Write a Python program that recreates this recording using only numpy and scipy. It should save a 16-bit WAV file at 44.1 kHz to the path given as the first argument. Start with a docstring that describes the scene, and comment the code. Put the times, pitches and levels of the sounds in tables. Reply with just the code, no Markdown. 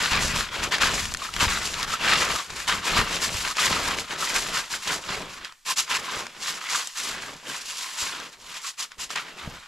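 """A hiker in snowshoes climbs a snowy woodland slope; still air, no reverberation.
For the first 5 s the strides are close: each breaks the crust in small avalanches of grains, scrapes
loose ice crystals and packs the snow below, over dull thuds and a low rumble. Bindings and poles click,
the plastic decks knock. The hiker then walks away, fainter, now centred after starting slightly left.
A few sharper clicks come just after 9 s, a last thud at 9.5 s."""
import sys
import numpy as np
from scipy import signal
from scipy.fft import rfft, irfft
from scipy.io import wavfile
from scipy.ndimage import map_coordinates

SR = 44100
rng = np.random.default_rng(int(sys.argv[2]) if len(sys.argv) > 2 else 0)


def unload_audio(sound):
    """Save the sound as a 16-bit wav file, at the path given as the first command line argument."""
    columns = np.transpose(np.atleast_2d(sound))
    # keep every value between -1 and 1, then stretch to whole-number steps
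    steps = np.round(np.clip(columns, -1, 1) * 32767)
    wavfile.write(sys.argv[1], SR, steps.astype(np.int16))


N = 426447

# Spectra: freq_hz, gain_db
AIR_SPECTRUM = [(25, -3.5), (50, -36), (90, -21), (600, -34), (1100, -21), (7500, -19), (9000, -23),
                (15000, -31)]
RUMBLE_SPECTRUM = [(12, -13), (27, 4), (45, -1), (80, -3), (120, -7), (200, -6.5), (500, -36.5)]
PACKING_SPECTRUM = [(70, -31), (125, -2.5), (190, 1), (300, -1), (420, 1), (600, 0), (850, -2), (1300, -9),
                    (3000, -48)]
FRAME_SPECTRUM = [(200, -4), (700, -0.5), (1100, -2), (4000, -3), (7500, -4.5), (8500, -10), (12000, -11.5),
                  (15000, -29)]
CRYSTAL_SPECTRUM = [(800, -33), (2000, -7.5), (3200, -1.5), (4500, 0.5), (6500, 0), (7600, 0), (8400, -9),
                    (9800, -6), (11000, -12.5), (12200, -11), (13800, -27), (15000, -61)]
CRUST_SPECTRUM = [(150, -49), (600, -14.5), (810, -6), (980, -1.5), (1220, -0.5), (1500, -1), (2100, -2.5),
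                  (3200, -4.5), (4500, -9.5), (7500, -15.5), (9000, -51), (15000, -89.5)]
# Fixed resonances in the scrape: freq_hz, bandwidth_hz, gain_db
SCRAPE_RESONANCES = [(1052, 84, 1.5), (1205, 72, -8), (2540, 140, -5), (2790, 150, -1.5), (4250, 150, -14),
                     (7510, 370, -6)]
# Stereo width: freq_hz, side_gain_db
SIDE_SPECTRUM = [(30, -7), (70, -16), (130, -16.5), (1100, -13.5), (2500, -10), (6500, -12), (8500, -9.5),
                 (10200, -22), (12500, -5), (14500, -30)]
# Hiker's drift to the centre: time_s, left_minus_right_db
PAN_PATH = [(0, 1.5), (4.2, 1), (5.3, 0.1), (9.6, .05)]

# Event levels are relative; scene() sets the mix.
# Soft low blows: start_s, level_db, pitch_hz
THUD_HITS = [(0.12, -25, 70), (.25, -24, 60), (.86, -28, 100), (1.429, -17.5, 204), (1.47, -22.5, 70),
             (2.349, -32.5, 120), (2.988, -19, 132), (3.348, -26, 80.6), (3.715, -26, 150),
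             (5.103, -32, 130), (5.99, -43, 110), (6.17, -38, 110), (8.025, -38, 80), (8.984, -45, 60),
             (9.065, -51, 45), (9.476, -24, 155)]
# Frame, binding and pole contacts: start_s, level_db, centre_hz
CLICK_HITS = [(0.361, -16.5, 1030), (0.722, -18, 1660), (0.783, -20, 1620), (1.054, -21.5, 1770),
              (1.12, -26, 1570), (1.139, -19, 7300), (1.147, -18, 1800), (1.171, -25, 6540),
              (1.339, -22, 2780), (1.364, -17, 1620), (1.741, -21, 3600), (1.829, -16, 4300),
              (1.845, -26, 1170), (2.503, -27.5, 910), (2.561, -38, 980), (2.677, -21, 2140),
              (3.569, -18, 1250), (3.986, -18, 2680), (5.447, -24.5, 3150), (5.453, -27, 1500),
              (5.523, -35.5, 1350), (5.902, -30, 1040), (6.267, -25, 1420), (6.872, -22.5, 7120),
              (8.2, -29, 1600), (8.918, -33, 1800), (9.104, -23, 1190), (9.159, -20.5, 1350)]
# Knocks of a flexing deck: start_s, level_db, pitch_hz
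KNOCK_HITS = [(1.192, -39, 1120), (1.219, -22.5, 1077), (1.248, -27, 1250), (1.288, -27, 1250),
              (1.789, -26.5, 1010), (1.937, -16.5, 1315), (2.351, -20, 1210), (2.396, -25, 1140),
              (3.510, -24.5, 1280), (3.583, -18, 1200), (3.764, -21, 1250), (4.224, -19, 1250),
              (4.359, -29, 1380), (5.412, -38, 1320), (5.49, -47, 1240), (5.895, -28, 1060),
              (6.08, -25.5, 1030), (6.206, -29, 1060), (6.585, -36, 1200), (6.640, -33, 1220),
              (6.725, -25.5, 980), (6.796, -29, 1100), (8.645, -30, 1150), (9.194, -26.5, 1350)]
# Weight coming onto a shoe: start_s, rise_s, hold_s, packing_db, rumble_db
SHOE_TREADS = [(0, 0.0084, 0.045, -41.5, -41.0), (0.064, 0.083, 0.1, -35.5, -32.5),
               (0.192, 0.14, 0.063, -37.5, -34), (0.45, 0.189, 0.038, -36.5, -41),
               (0.63, 0.21, 0.123, -35.0, -57.5), (0.708, 0.17, 0.249, -50, -37),
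               (1.11, 0.0089, 0.25, -50.5, -49.5), (1.304, 0.14, 0.077, -38.5, -34.5),
               (1.498, 0.036, 0.27, -41.0, -44), (1.732, 0.169, 0.026, -43, -42),
               (1.969, 0.11, 0.26, -32.5, -41.0), (2.462, 0.048, 0.073, -46.5, -47.5),
               (2.619, 0.12, 0.051, -41.5, -41), (2.825, 0.058, 0.1, -35, -54),
               (2.86, 0.146, 0.014, -32.5, -31), (3.045, 0.065, 0.21, -39.0, -47.0),
               (3.259, 0.01, 0.226, -42, -44.5), (3.582, 0.11, 0.31, -34.5, -39.5),
               (4.092, 0.01, 0.313, -41.5, -56), (4.28, 0.1, 0.215, -40.5, -48.0),
               (4.69, 0.052, 0.02, -46, -51.0), (4.855, 0.02, 0.086, -37.5, -48),
               (5.04, 0.063, 0.14, -38.5, -45.5), (5.284, 0.014, 0.13, -52.0, -57),
               (5.7, 0.011, 0.02, -53, -75.0), (5.765, 0.01, 0.067, -54, -62),
               (5.906, 0.01, 0.12, -43.5, -58.5), (6.032, 0.13, 0.067, -40.5, -59),
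               (6.3, 0.13, 0.17, -48.5, -66), (6.704, 0.047, 0.018, -48.5, -78),
               (6.957, 0.13, 0.26, -44, -56), (7.413, 0.063, 0.038, -44.5, -68),
               (7.484, 0.076, 0.47, -56.0, -73), (8.006, 0.01, 0.261, -47, -63),
               (8.307, 0.11, 0.12, -57.5, -63), (8.808, 0.01, 0.02, -59, -77),
               (8.952, 0.056, 0.023, -51.5, -60), (9.051, 0.105, 0.31, -49.0, -67),
               (9.395, 0.073, 0.068, -47, -45.5)]
# Pushes and drags (mostly hiss) through the crust: start_s, rise_s, hold_s, release_s, crust_db, crystal_db
SHOE_PUSHES = [(0.0, 0.004, 0.115, 0.014, -25.5, -30.0), (0.094, 0.043, 0.017, 0.047, -19.5, -31.5),
               (0.176, 0.051, 0.034, 0.038, -28, -29.0), (0.275, 0.046, 0.12, 0.04, -28.0, -33.5),
               (0.344, 0.034, 0.032, 0.007, -31.5, -28), (0.501, 0.042, 0.056, 0.016, -30.5, -39.5),
               (0.592, 0.046, 0.012, 0.028, -26.5, -32.5), (0.706, 0.016, 0.016, 0.066, -23.5, -31.5),
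               (0.797, 0.021, 0.013, 0.11, -19.5, -26.5), (0.932, 0.0096, 0.065, 0.11, -30.5, -29.0),
               (1.163, 0.089, 0.008, 0.038, -33.5, -33.5), (1.299, 0.09, 0.08, 0.027, -33.5, -35.5),
               (1.395, 0.016, 0.033, 0.016, -19, -24.5), (1.455, 0.046, 0.05, 0.078, -25.5, -29.5),
               (1.598, 0.033, 0.021, 0.08, -30, -32.5), (1.675, 0.12, 0.054, 0.0059, -30.5, -36),
               (1.849, 0.079, 0.0073, 0.043, -26.5, -31.5), (1.984, 0.065, 0.086, 0.015, -22, -32),
               (2.062, 0.038, 0.15, 0.071, -21.5, -29), (2.255, 0.059, 0.083, 0.045, -28.0, -29),
               (2.462, 0.05, 0.029, 0.035, -41, -43.5), (2.547, 0.017, 0.062, 0.048, -34.5, -35.5),
               (2.669, 0.016, 0.041, 0.065, -23, -27.5), (2.818, 0.062, 0.13, 0.076, -24, -31.5),
               (2.945, 0.032, 0.021, 0.033, -19, -29), (3.045, 0.077, 0.036, 0.079, -27.5, -34),
               (3.195, 0.04, 0.034, 0.074, -29.5, -26.5), (3.285, 0.091, 0.049, 0.098, -34.5, -29.5),
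               (3.418, 0.034, 0.068, 0.013, -31, -35.5), (3.543, 0.073, 0.027, 0.113, -22.0, -25.5),
               (3.695, 0.057, 0.01, 0.066, -25, -31), (3.795, 0.067, 0.082, 0.016, -26.5, -29.5),
               (3.953, 0.031, 0.013, 0.051, -30.5, -32.5), (4.065, 0.049, 0.022, 0.053, -31.5, -38.0),
               (4.167, 0.043, 0.15, 0.026, -29.5, -29.5), (4.335, 0.028, 0.012, 0.03, -24, -23.5),
               (4.401, 0.024, 0.16, 0.16, -32.5, -33.5), (4.517, 0.04, 0.022, 0.039, -26.5, -28.5),
               (4.689, 0.042, 0.0098, 0.039, -31.5, -30.5), (4.786, 0.087, 0.069, 0.071, -33, -33.0),
               (4.868, 0.027, 0.031, 0.037, -25.5, -34.5), (5.015, 0.098, 0.029, 0.12, -30, -37.5),
               (5.245, 0.061, 0.061, 0.081, -40.5, -45), (5.365, 0.094, 0.013, 0.037, -41, -49),
               (5.648, 0.043, 0.032, 0.011, -30.5, -26.5), (5.757, 0.021, 0.032, 0.023, -30.5, -25.5),
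               (5.851, 0.077, 0.03, 0.14, -31.0, -34), (5.89, 0.026, 0.054, 0.0073, -23.5, -28.5),
               (5.989, 0.13, 0.096, 0.056, -31.5, -37.5), (6.281, 0.067, 0.057, 0.014, -44.5, -50.0),
               (6.381, 0.098, 0.008, 0.13, -32.5, -31.5), (6.513, 0.14, 0.11, 0.028, -35.5, -41.5),
               (6.665, 0.076, 0.05, 0.062, -30.0, -28.0), (6.828, 0.052, 0.008, 0.092, -48, -37.5),
               (6.945, 0.036, 0.11, 0.037, -37, -30.5), (7.034, 0.04, 0.096, 0.044, -34.0, -40.5),
               (7.157, 0.048, 0.087, 0.074, -37, -41.5), (7.355, 0.09, 0.062, 0.027, -45, -48),
               (7.437, 0.06, 0.095, 0.085, -36.0, -35.5), (7.637, 0.057, 0.059, 0.071, -42.5, -32.5),
               (7.752, 0.045, 0.14, 0.053, -38.5, -34), (7.925, 0.087, 0.089, 0.045, -34.5, -31),
               (8.012, 0.015, 0.008, 0.035, -31, -41), (8.104, 0.02, 0.14, 0.035, -36, -43),
               (8.314, 0.015, 0.008, 0.027, -45, -49), (8.369, 0.14, 0.12, 0.12, -41.5, -42.0),
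               (8.531, 0.029, 0.011, 0.01, -39, -39.0), (8.614, 0.048, 0.027, 0.025, -40.5, -36),
               (8.768, 0.035, 0.028, 0.025, -36.5, -32), (8.898, 0.02, 0.008, 0.029, -44.5, -59),
               (8.976, 0.037, 0.008, 0.031, -37, -34.0), (9.088, 0.022, 0.009, 0.056, -35, -39.5),
               (9.15, 0.012, 0.008, 0.059, -28.5, -37), (9.224, 0.044, 0.021, 0.071, -41.5, -51.5),
               (9.34, 0.057, 0.14, 0.04, -39, -48), (9.502, 0.044, 0.14, 0.031, -45.0, -53.0)]


def undb(db):
    """Decibels to gain."""
    return 10 ** (np.asarray(db) / 20)


def unit_rms(x):
    """Scale to rms 1."""
    return x / np.sqrt(np.mean(x ** 2))


def colour(x, spectrum, size=4096):
    """Minimum-phase filter through (freq_hz, gain_db) points."""
    hz, db = np.transpose(spectrum)
    bins_hz = np.maximum(np.arange(size // 2 + 1) * SR / size, 1)
    gain = undb(np.interp(np.log(bins_hz), np.log(hz), db))
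    cepstrum = irfft(np.log(gain))
    cepstrum[1:size // 2] *= 2
    cepstrum[size // 2 + 1:] = 0
    impulse = irfft(np.exp(rfft(cepstrum)))
    return signal.oaconvolve(x, impulse[None], axes=1)[:, :x.shape[1]]


def ring(x, hz, q):
    """One resonance, gain 1 at its centre."""
    return signal.lfilter(*signal.iirpeak(hz, q, fs=SR), x)


def wander(rate_hz):
    """Smooth random drift, spread near 1."""
    knots = rng.standard_normal(N // 50)
    return np.interp(np.arange(N) * rate_hz / SR, np.arange(len(knots)), knots)


def fractures(rate_per_s, spread_db):
    """Sample positions and strengths of breaking ice bonds: many small, few large."""
    count = int(rate_per_s * N / SR)
    positions = rng.integers(0, N, count)
    sizes = np.minimum(rng.exponential(1, count), 4)
    return positions, undb(spread_db * sizes)


def grains(rate_per_s, spread_db):
    """Fracture impulses of random polarity, mid and side."""
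    positions, strengths = fractures(rate_per_s, spread_db)
    polarities = rng.choice([-1, 1], (2, len(positions)))
    return np.array([np.bincount(positions, strengths * signs, N) for signs in polarities])


def avalanches(rate_per_s, spread_db, decay_s, steady_ratio):
    """One broken bond sets off its neighbours: a gain with sudden, short spurts over a steady part."""
    positions, strengths = fractures(rate_per_s, spread_db)
    triggers = np.bincount(positions, strengths ** 2, N)
    spurts = signal.lfilter([1], [1, -np.exp(-1 / (decay_s * SR))], triggers)
    return np.sqrt((steady_ratio + spurts / spurts.mean()) / (1 + steady_ratio))


def load_envelopes(rows, sag_db_per_s):
    """Each movement builds, sags as the snow yields and dies out; one gain per level column."""
    power = np.zeros((2, N))
    for start_s, rise_s, hold_s, release_s, *levels_db in rows:
        end_s = start_s + rise_s + hold_s + 8 * release_s
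        first, last = int(start_s * SR), min(int(end_s * SR), N)
        t = np.arange(first, last) / SR - start_s
        build = np.clip(t / rise_s, 0, 1)
        sag = undb(-sag_db_per_s * np.maximum(t - rise_s, 0))
        tail = np.exp(-np.maximum(t - rise_s - hold_s, 0) / release_s)
        power[:, first:last] += np.outer(undb(levels_db), build * sag * tail) ** 2
    return np.sqrt(power)


def still_air():
    """Steady noise of winter air."""
    return unit_rms(colour(rng.standard_normal((2, N)), AIR_SPECTRUM))


def rumble():
    """Low noise of the ground under the hiker's weight."""
    return unit_rms(colour(rng.standard_normal((2, N)), RUMBLE_SPECTRUM))


def thuds(decay_cycles=0.5, knock_db=-11, knock_hz=480, size=4096):
    """A soft blow: about one low swing with a short dull knock at its start; mid only."""
    out, t = np.zeros((2, N + size)), np.arange(size) / SR
    for start_s, level_db, pitch_hz in THUD_HITS:
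        swing, knock = (np.sin(2 * np.pi * hz * t) * np.exp(-hz * t / decay_cycles)
                        for hz in (pitch_hz, knock_hz))
        start = int(start_s * SR)
        out[0, start:start + size] += undb(level_db) * (swing + undb(knock_db) * knock)
    return out[:, :N]


def packing():
    """Deeper snow gives way in small, muffled jerks."""
    return unit_rms(colour(grains(rate_per_s=900, spread_db=2), PACKING_SPECTRUM))


def add_hit(out, hit, start_s, level_db, decay_s):
    """Mix in a hit, its mid energy normalised to that of rms 1 lasting decay_s."""
    start = int(start_s * SR)
    hit_rms = np.sqrt(np.sum(hit[0] ** 2) / (decay_s * SR))
    out[:, start:start + hit.shape[1]] += undb(level_db) * hit / hit_rms


def knocks(decay_s=0.0089, size=4096):
    """The deck judders against the crust; one hollow resonance rings."""
    out, t = np.zeros((2, N + size)), np.arange(size) / SR
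    for start_s, level_db, pitch_hz in KNOCK_HITS:
        judder = rng.standard_normal((2, size)) * np.exp(-t / decay_s)
        add_hit(out, ring(judder, pitch_hz, q=16), start_s, level_db, decay_s)
    return out[:, :N]


def clicks(rise_s=0.0003, decay_s=0.0018, body_db=-6, size=2048):
    """A hard contact briefly rattles the plastic; pitch depends on the spot."""
    out, t = np.zeros((2, N + size)), np.arange(size) / SR
    envelope = (1 - np.exp(-t / rise_s)) * np.exp(-t / decay_s)
    for start_s, level_db, centre_hz in CLICK_HITS:
        rattle = rng.standard_normal((2, size)) * envelope
        spot = ring(rattle, centre_hz, q=2.2)
        body = undb(body_db) * ring(rattle, hz=3900, q=0.88)
        add_hit(out, colour(spot + body, FRAME_SPECTRUM), start_s, level_db, decay_s)
    return out[:, :N]


def crystals(contact_db=3.5, sparkle_db=1.5, wander_db=2.15):
    """Loose ice scrapes along: bright fizz with a few steady resonant tones."""
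    patter = grains(rate_per_s=9000, spread_db=2.5)
    rubbing = grains(rate_per_s=9000, spread_db=1.5)
    # the resonances swell and fade, one after another
    tones = sum(undb(gain_db + contact_db * wander(rate_hz=14)) * ring(rubbing, hz, q=hz / bandwidth_hz)
               for hz, bandwidth_hz, gain_db in SCRAPE_RESONANCES)
    fizz = unit_rms(colour(patter, CRYSTAL_SPECTRUM) + tones)
    # finer and coarser ice alternate: the scrape brightens and dulls
    fine_ice = ring(fizz, hz=6000, q=1)
    fine_gain = undb(sparkle_db * wander(rate_hz=14))
    fizz = unit_rms(fizz + (fine_gain - 1) * fine_ice)
    spurts = avalanches(rate_per_s=200, spread_db=1.9, decay_s=0.0059, steady_ratio=1.23)
    return fizz * spurts * undb(wander_db * wander(rate_hz=50))


def chunks(low_hz=941.6, high_hz=5190, count=17, wander_db=3.3):
    """Pieces ring as they break; their size varies, so each pitch comes and goes."""
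    out = np.zeros((2, N))
    for pitch_hz in np.geomspace(low_hz, high_hz, count):
        breaks = grains(rate_per_s=600, spread_db=2.5)
        out += ring(breaks, pitch_hz, q=14) * undb(wander_db * wander(rate_hz=20))
    return out


def crust(snap_db=-4):
    """Chunks crack off among sharp snaps of single ice bonds."""
    snaps = unit_rms(colour(grains(rate_per_s=4000, spread_db=3.5), CRUST_SPECTRUM))
    pieces = unit_rms(colour(chunks(), CRUST_SPECTRUM))
    spurts = avalanches(rate_per_s=180, spread_db=2.5, decay_s=0.0041, steady_ratio=0.98)
    return unit_rms(pieces + undb(snap_db) * snaps) * spurts


def stereo(mid_side, left_lag_samples=0.5):
    """Mid/side to left/right; width varies with frequency, pan drifts from left to centre."""
    mid, side = mid_side[0], colour(mid_side[1:], SIDE_SPECTRUM)[0]
    pan_db = np.interp(np.arange(N) / SR, *np.transpose(PAN_PATH))
    left = map_coordinates(mid + side, [np.arange(N) - left_lag_samples], order=3)
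    return np.array([left * undb(pan_db / 2), (mid - side) * undb(-pan_db / 2)])


def scene(tread_release_s=0.046):
    """Over still air, treads pack the snow; pushes break the crust and scrape up crystals."""
    treads = [(start_s, rise_s, hold_s, tread_release_s, *levels_db)
              for start_s, rise_s, hold_s, *levels_db in SHOE_TREADS]
    # deep snow firms up, so it sags more slowly than the crust
    tread_gain, rumble_gain = load_envelopes(treads, sag_db_per_s=10.5)
    crust_gain, crystal_gain = load_envelopes(SHOE_PUSHES, sag_db_per_s=24.5)
    # each push also packs a little snow
    packing_gain = np.hypot(undb(-0.36) * tread_gain, undb(-21) * crust_gain)
    air = undb(-60) * still_air()
    below = undb(0.5) * rumble_gain * rumble() + undb(5) * thuds() + packing_gain * packing()
    gear = undb(-6.5) * knocks() + undb(-2.5) * clicks()
    surface = crystal_gain * crystals() + crust_gain * crust()
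    return stereo(air + below + gear + surface)


def record(dry, cutoff_hz=14400):
    """Steep elliptic low-pass."""
    return signal.sosfilt(signal.ellip(8, 0.2, 70, cutoff_hz, fs=SR, output="sos"), dry)


dry = scene()
out = record(dry)
unload_audio(out)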